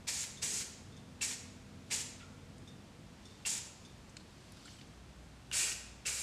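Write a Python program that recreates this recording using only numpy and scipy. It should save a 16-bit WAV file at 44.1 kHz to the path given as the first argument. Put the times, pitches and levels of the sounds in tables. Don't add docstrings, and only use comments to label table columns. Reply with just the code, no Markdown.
import sys
import numpy as np
from scipy import signal
from scipy.fft import rfft, irfft, next_fast_len
from scipy.io import wavfile

SR = 44100
rng = np.random.default_rng(int(sys.argv[2]) if len(sys.argv) > 2 else 0)


def to_wav(sig):
    pcm = np.clip(np.atleast_2d(sig), -1, 1) * 32767
    pcm = np.round(pcm).astype(np.int16)
    wavfile.write(sys.argv[1], SR, pcm.T)


def makeup_ratio(level_db):
    decades = np.asarray(level_db, float) / 20
    return 10 ** decades


N = 274302
CHANGE_S = 5
BURST = int(0.4 * SR)

# time_s, level_db
MACHINE_SWELL = [(0, -2.5), (1.2, 1.5), (2.4, 1.5), (3.2, -2.5), (4.9, -11), (6.22, -10)]


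def rms_one(x):
    return x / np.sqrt(np.mean(x ** 2) + 1e-20)


def at_hz(points, hz):
    points_hz, values = np.transpose(points)
    return np.interp(np.log(hz), np.log(points_hz), values)


def in_time(rows):
    s, *columns = np.transpose(rows)
    return np.array([np.interp(np.arange(N) / SR, s, c) for c in columns])


def drift(rate_hz):
    r = np.exp(-2 * np.pi * rate_hz / SR)
    wander = signal.lfilter([1], [1, -2 * r, r * r], rng.standard_normal(N + SR))
    return rms_one(wander[SR:])


def coloured(spectrum):
    size = next_fast_len(N)
    hz = np.maximum(np.arange(size // 2 + 1) * SR / size, 10)
    shape = makeup_ratio(at_hz(spectrum, hz)) * (hz > 18)
    return rms_one(irfft(rfft(rng.standard_normal(size)) * shape, size)[:N])


def band(x, low_hz, high_hz):
    sos = signal.butter(2, [low_hz, min(high_hz, 0.45 * SR)], "band", fs=SR, output="sos")
    return signal.sosfilt(sos, x)


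def resonate(x, hz, width_hz):
    r = np.exp(-np.pi * width_hz / SR)
    poles = [1, -2 * r * np.cos(2 * np.pi * hz / SR), r * r]
    return signal.lfilter([(1 - r * r) / 2, 0, (r * r - 1) / 2], poles, x)


def strike(out, s, burst):
    i = round(s * SR)
    return out + np.pad(burst[:N - i], (i, max(N - i - len(burst), 0)))


def dying(t60_s, count=BURST):
    return makeup_ratio(-60 * np.arange(count) / (SR * t60_s))


def flow(press, surge):
    # core_db, middle_db, can_body_db, top_edge_db
    band_levels = [
        (0, -6.5, -9.5, -15.5),
        (0, -5, -6.5, -14.5),
    ]
    aim_lift, leak_lift, sigh_lift = (-3, 8.5, 6, 6), (-4, 2.5, 10, -5), (-1, 1, 3.5, 1)
    crack_db, open_s, open_db, shut_s = -20.5, 0.011, -3.5, 0.024
    leak_s, sigh_s = 0.01, 0.0071

    start_s, held_s, flow_db, aim = press
    peak_s, surge_db, settle_s = surge
    t = np.arange(N) / SR - start_s
    top_db = flow_db + surge_db
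    jet_db = np.interp(t, [0, min(open_s, 0.9 * peak_s), peak_s, peak_s + settle_s],
                       [top_db + crack_db, top_db + open_db, top_db, flow_db])
    leak = np.exp(-np.abs(t) / leak_s)
    sigh = np.exp(-np.maximum(held_s - t, 0) / sigh_s)
    opened = np.clip(t / 0.00071, 0, 1) * np.clip((held_s + shut_s - t) / shut_s, 0, 1)
    levels = band_levels[int(start_s > CHANGE_S)]
    lift_db = [b + aim * a + leak * k + sigh * g
               for b, a, k, g in zip(levels, aim_lift, leak_lift, sigh_lift)]
    return opened * makeup_ratio(jet_db + np.array(lift_db))


def spray():
    # start_s, held_s, steady_flow_db, aim (-1 toward the ear to 1 away)
    presses = [
        (0.069, 0.17, -40.5, 0.027),
        (0.416, .2, -40, -0.11),
        (1.208, 0.12, -41, -0.048),
        (1.902, 0.11, -42.5, 0.073),
        (3.45, .13, -43, 0.019),
        (5.521, .2, -43, 0.22),
        (6.052, .3, -40.5, 0.045),
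    ]
    # peak_after_s, over_steady_flow_db, settle_s
    surges = [
        (0.019, 8.5, 0.025),
        (0.013, 7.5, 0.036),
        (0.028, 8, 0.029),
        (0.032, 9, 0.051),
        (.012, 8, .11),
        (0.093, 10, 0.096),
        (0.03, 6.5, 0.03),
    ]
    # freq_hz, density_db
    first_jet, second_jet = [(240, -31), (400, -11), (653, -16), (900, -10), (1120, -15), (2290, -2.5),
                             (3110, -4.5), (7100, 2), (13100, -20), (15500, -40)], [(240, -31), (400, -14), (1030, -20.5), (1400, -10.5),
                                          (2120, -9.5), (2320, -3), (2560, -3), (2800, -2.5), (3010, -10),
                                          (5300, -3.5), (7670, 2.5), (11400, -14), (14000, -25),
                                          (15500, -43)]
    # freq_hz, width_hz, level_db
    whistles = [(2240, 74, -32), (5620, 100, -20), (6800, 510, -9), (7350, 180, -10), (7830, 600, -11)]

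    t = np.arange(N) / SR
    gains = sum(flow(press, surge) for press, surge in zip(presses, surges))
    white = rng.standard_normal(N)
    whistle = sum(makeup_ratio(db) * rms_one(resonate(white, hz, width)) * makeup_ratio(2.0 * drift(13))
                  for hz, width, db in whistles)
    noise = np.where(t < CHANGE_S, coloured(first_jet), coloured(second_jet)) + whistle
    other = np.where(t < CHANGE_S, coloured(first_jet), coloured(second_jet)) + whistle[::-1]
    core, middle = band(noise, 5770, 10950), band(other, 3400, 6360)
    can_body, top_edge = band(noise, 310, 3490), band(other, 10200, 15800)
    jet = sum(gain * rms_one(part) * makeup_ratio(1.2 * drift(40))
              for gain, part in zip(gains, [core, middle, can_body, top_edge]))
    sputter = makeup_ratio(0.4 * drift(280) + 0.28 * drift(30))
    return jet * sputter


def valve():
    # time_s, peak_db, pitch_hz, t60_s, crack_db
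    clicks = [
        (0.0726, -37, 2320, 0.06, -3),
        (0.4183, -40, 2740, 0.072, -9),
        (1.2123, -25.5, 2706, 0.047, -20),
        (1.2274, -32, 2290, 0.081, -8),
        (1.9134, -34, 2330, 0.12, -4),
        (3.451, -27, 2720, 0.075, -16),
        (5.5141, -27, 2880, 0.033, -2),
        (5.7172, -30.5, 2860, 0.052, 9),
        (6.0567, -28, 2675, 0.093, -21),
    ]
    out, t = np.zeros(N), np.arange(BURST) / SR
    for s, db, hz, t60, crack_db in clicks:
        crack = band(rng.standard_normal(BURST) * dying(0.0091), 1200, 7400)
        ping = np.sin(2 * np.pi * hz * t)
        ping = ping + 0.26 * np.sin(2 * np.pi * 1.17 * hz * t) + 0.08 * np.sin(2 * np.pi * 0.5 * hz * t)
        ping = ping * dying(min(t60, 0.06)) * (1 - dying(0.003))
        out = strike(out, s, makeup_ratio(db - 6.5) * (ping + makeup_ratio(crack_db) * crack))
    return out


def ball():
    # time_s, peak_db, brightness_db
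    touches = [(0.0044, -76, -4), (0.3726, -51.5, 4), (0.9198, -62, 2), (0.966, -57.5, 7),
               (2.6748, -54.5, 2), (2.7094, -65, 0), (3.2535, -56, 9), (3.3064, -63, -2), (3.3494, -69, 0),
               (3.8492, -56.5, 9), (3.898, -65, 1), (3.9789, -73, 0)]
    # freq_hz, level_db, t60_s
    wall = [(3350, -7, .1), (3460, -5, .1), (3570, -2, .2), (3640, -3, .26), (5020, -14, .08),
            (5500, -10, .1), (6120, -15, .07), (6480, -10, .1), (7150, -15, .07), (8750, -14, .11)]
    out, t = np.zeros(N), np.arange(BURST) / SR
    spread = rng.normal(0, 1.9, (len(touches), len(wall)))
    for (s, db, bright_db), own in zip(touches, spread):
        ring = sum(makeup_ratio(level + d + bright_db * (hz > 4000)) * np.sin(2 * np.pi * hz * t + d) * dying(t60)
                   for (hz, level, t60), d in zip(wall, own))
        slosh = rms_one(band(rng.standard_normal(BURST), 3200, 7500)) * dying(0.17)
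        out = strike(out, s, makeup_ratio(db - 2.0) * (ring + makeup_ratio(-5) * slosh) * (1 - dying(0.0047)))
    return out


def ticks():
    # time_s, peak_db, centre_hz, width_octaves, t60_s
    touches = [(.48, -52, 385, 0.74, 0.72), (2.2, -52.5, 2500, 1.3, 0.19), (2.205, -56.5, 1357, 0.2, 0.36),
               (2.581, -55.5, 6500, 1.1, .03), (4.093, -57, 6800, 0.65, 0.059),
               (4.168, -42, 2190, 1.5, 0.019), (4.168, -38, 4340, 0.53, 0.022),
               (4.167, -42, 7050, 0.51, 0.022), (4.195, -59, 4100, .5, .12),
               (4.521, -44.5, 9100, 0.88, 0.0072), (4.57, -52, 4000, 2.2, .015),
               (4.654, -51, 4400, .4, 0.04), (4.654, -53.5, 7750, 0.36, 0.06),
               (4.656, -52, 1500, 0.3, 0.068), (4.569, -51, 1450, 0.34, .03),
               (4.679, -57, 3020, 0.17, 0.056), (4.679, -50, 1710, .8, .03),
               (5.514, -42.5, 1460, .4, 0.023), (5.503, -61, 7000, .8, 0.028), (4.67, -59, 4380, .15, .2),
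               (4.7, -54, 6440, 0.16, 0.058), (4.72, -60, 7850, 0.14, 0.27),
               (4.785, -59, 3030, 0.16, 0.084), (4.812, -45.5, 3300, 1.5, 0.027)]
    out, white = np.zeros(N), rng.standard_normal((len(touches), BURST))
    for (s, db, hz, octaves, t60), w in zip(touches, white):
        edges = hz * 2 ** (-octaves / 2), hz * 2 ** (octaves / 2)
        grain = rms_one(band(band(w, *edges), *edges))[::-1]
        out = strike(out, s, makeup_ratio(db - 1.0) * grain * dying(t60) * (1 - dying(0.14 * t60)))
    return out


def rustle():
    # start_s, loudest_s, end_s, level_db
    rubs = [
        (1.746, 1.897, 1.93, -66),
        (3.098, 3.293, 4.8, -66.5),
        (4.285, 4.695, 4.98, -60),
        (5.2, 5.45, 4.9, -78),
    ]
    edge_db = -17
    t = np.arange(N) / SR
    gain = 0
    for start, top, end, db in rubs:
        swell_db = np.interp(t, [start, top, end], [db + edge_db, db, db + edge_db])
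        gain = gain + makeup_ratio(swell_db) * (t > start) * (t < end)
    grains = rng.standard_normal(N) * makeup_ratio(2.0 * drift(300))
    cloth = band(grains, 2500, 6800) + 0.46 * resonate(grains, 4500, 400) + 0.5 * resonate(grains, 7100, 300)
    return gain * rms_one(cloth)


def room(x):
    # freq_hz, t60_s
    ring_times = [(500, 1), (2000, 0.8), (5000, 0.72), (8000, 0.57), (12000, 0.51), (15500, 0.34)]
    edges, count = 350 * 2 ** np.arange(0, 5.7, 1 / 3), int(0.9 * SR)
    white = rng.standard_normal((len(edges), count))
    tail = sum(band(w, low, high) * dying(at_hz(ring_times, np.sqrt(low * high)), count=count)
               for w, low, high in zip(white, edges, edges[1:]))
    tail = tail * (1 - dying(0.0093, count=count))
    return signal.fftconvolve(x, tail / np.sqrt(np.sum(tail ** 2)))[:N]


def drone():
    # freq_hz, level_db, waver_hz
    hums = [(91.7, -62, 12.5), (206.8, -64.5, 7.8), (252.8, -65.5, 0.58), (452, -75, 0.5),
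            (488.6, -73.5, 0.85), (653, -78, 0.65)]
    t = np.arange(N) / SR
    lines = [makeup_ratio(db + 0.96 * drift(waver)) * np.sin(2 * np.pi * hz * t + 0.85 * drift(waver))
             for hz, db, waver in hums]
    return np.sqrt(2) * sum(lines) * makeup_ratio(in_time(MACHINE_SWELL)[0])


def shop():
    # freq_hz, density_db
    air = [(15, -55), (25, -30), (59, -2), (152, -0.5), (198, -4), (368, -11), (410, -13), (445, -14.5),
           (598, -16), (684, -17), (1450, -21.5), (2700, -24), (7910, -30.5), (14300, -47.5), (15500, -64)]
    air_db, rumble_db, sub_db, hum_db = -54.5, -56, -70, -60
    hum_hz, hum_on_s, hum_rise_s = 59.6, 4.89, 0.06
    t = np.arange(N) / SR
    tone = coloured(air)
    low, sub = band(tone, 59, 670), band(tone, 22, 50)
    lumpy_db = rumble_db + 0.1 * in_time(MACHINE_SWELL)[0] + 1.1 * drift(1.8)
    tone = makeup_ratio(air_db) * (tone - low) + makeup_ratio(lumpy_db) * rms_one(low) + makeup_ratio(sub_db) * rms_one(sub)
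    hum = np.sqrt(2) * np.sin(2 * np.pi * hum_hz * t) * makeup_ratio(0.5 * drift(3.3))
    return tone + hum * makeup_ratio(hum_db) * np.clip((t - hum_on_s) / hum_rise_s, 0, 1)


def scene():
    room_db, contact_room_db = -5.5, -7
    can = spray()
    hands = ball() + valve() + ticks() + rustle()
    tail = makeup_ratio(room_db) * room(can + makeup_ratio(contact_room_db) * hands)
    return (can + hands + tail + shop() + drone())[None]


def roll_off(x):
    return signal.sosfilt(signal.butter(12, 15680, fs=SR, output="sos"), x)


def record(dry):
    low_pass = signal.cheby1(10, 0.5, 15200, fs=SR, output="sos")
    return roll_off(signal.sosfilt(low_pass, dry))


dry = scene()
out = record(dry)
to_wav(out)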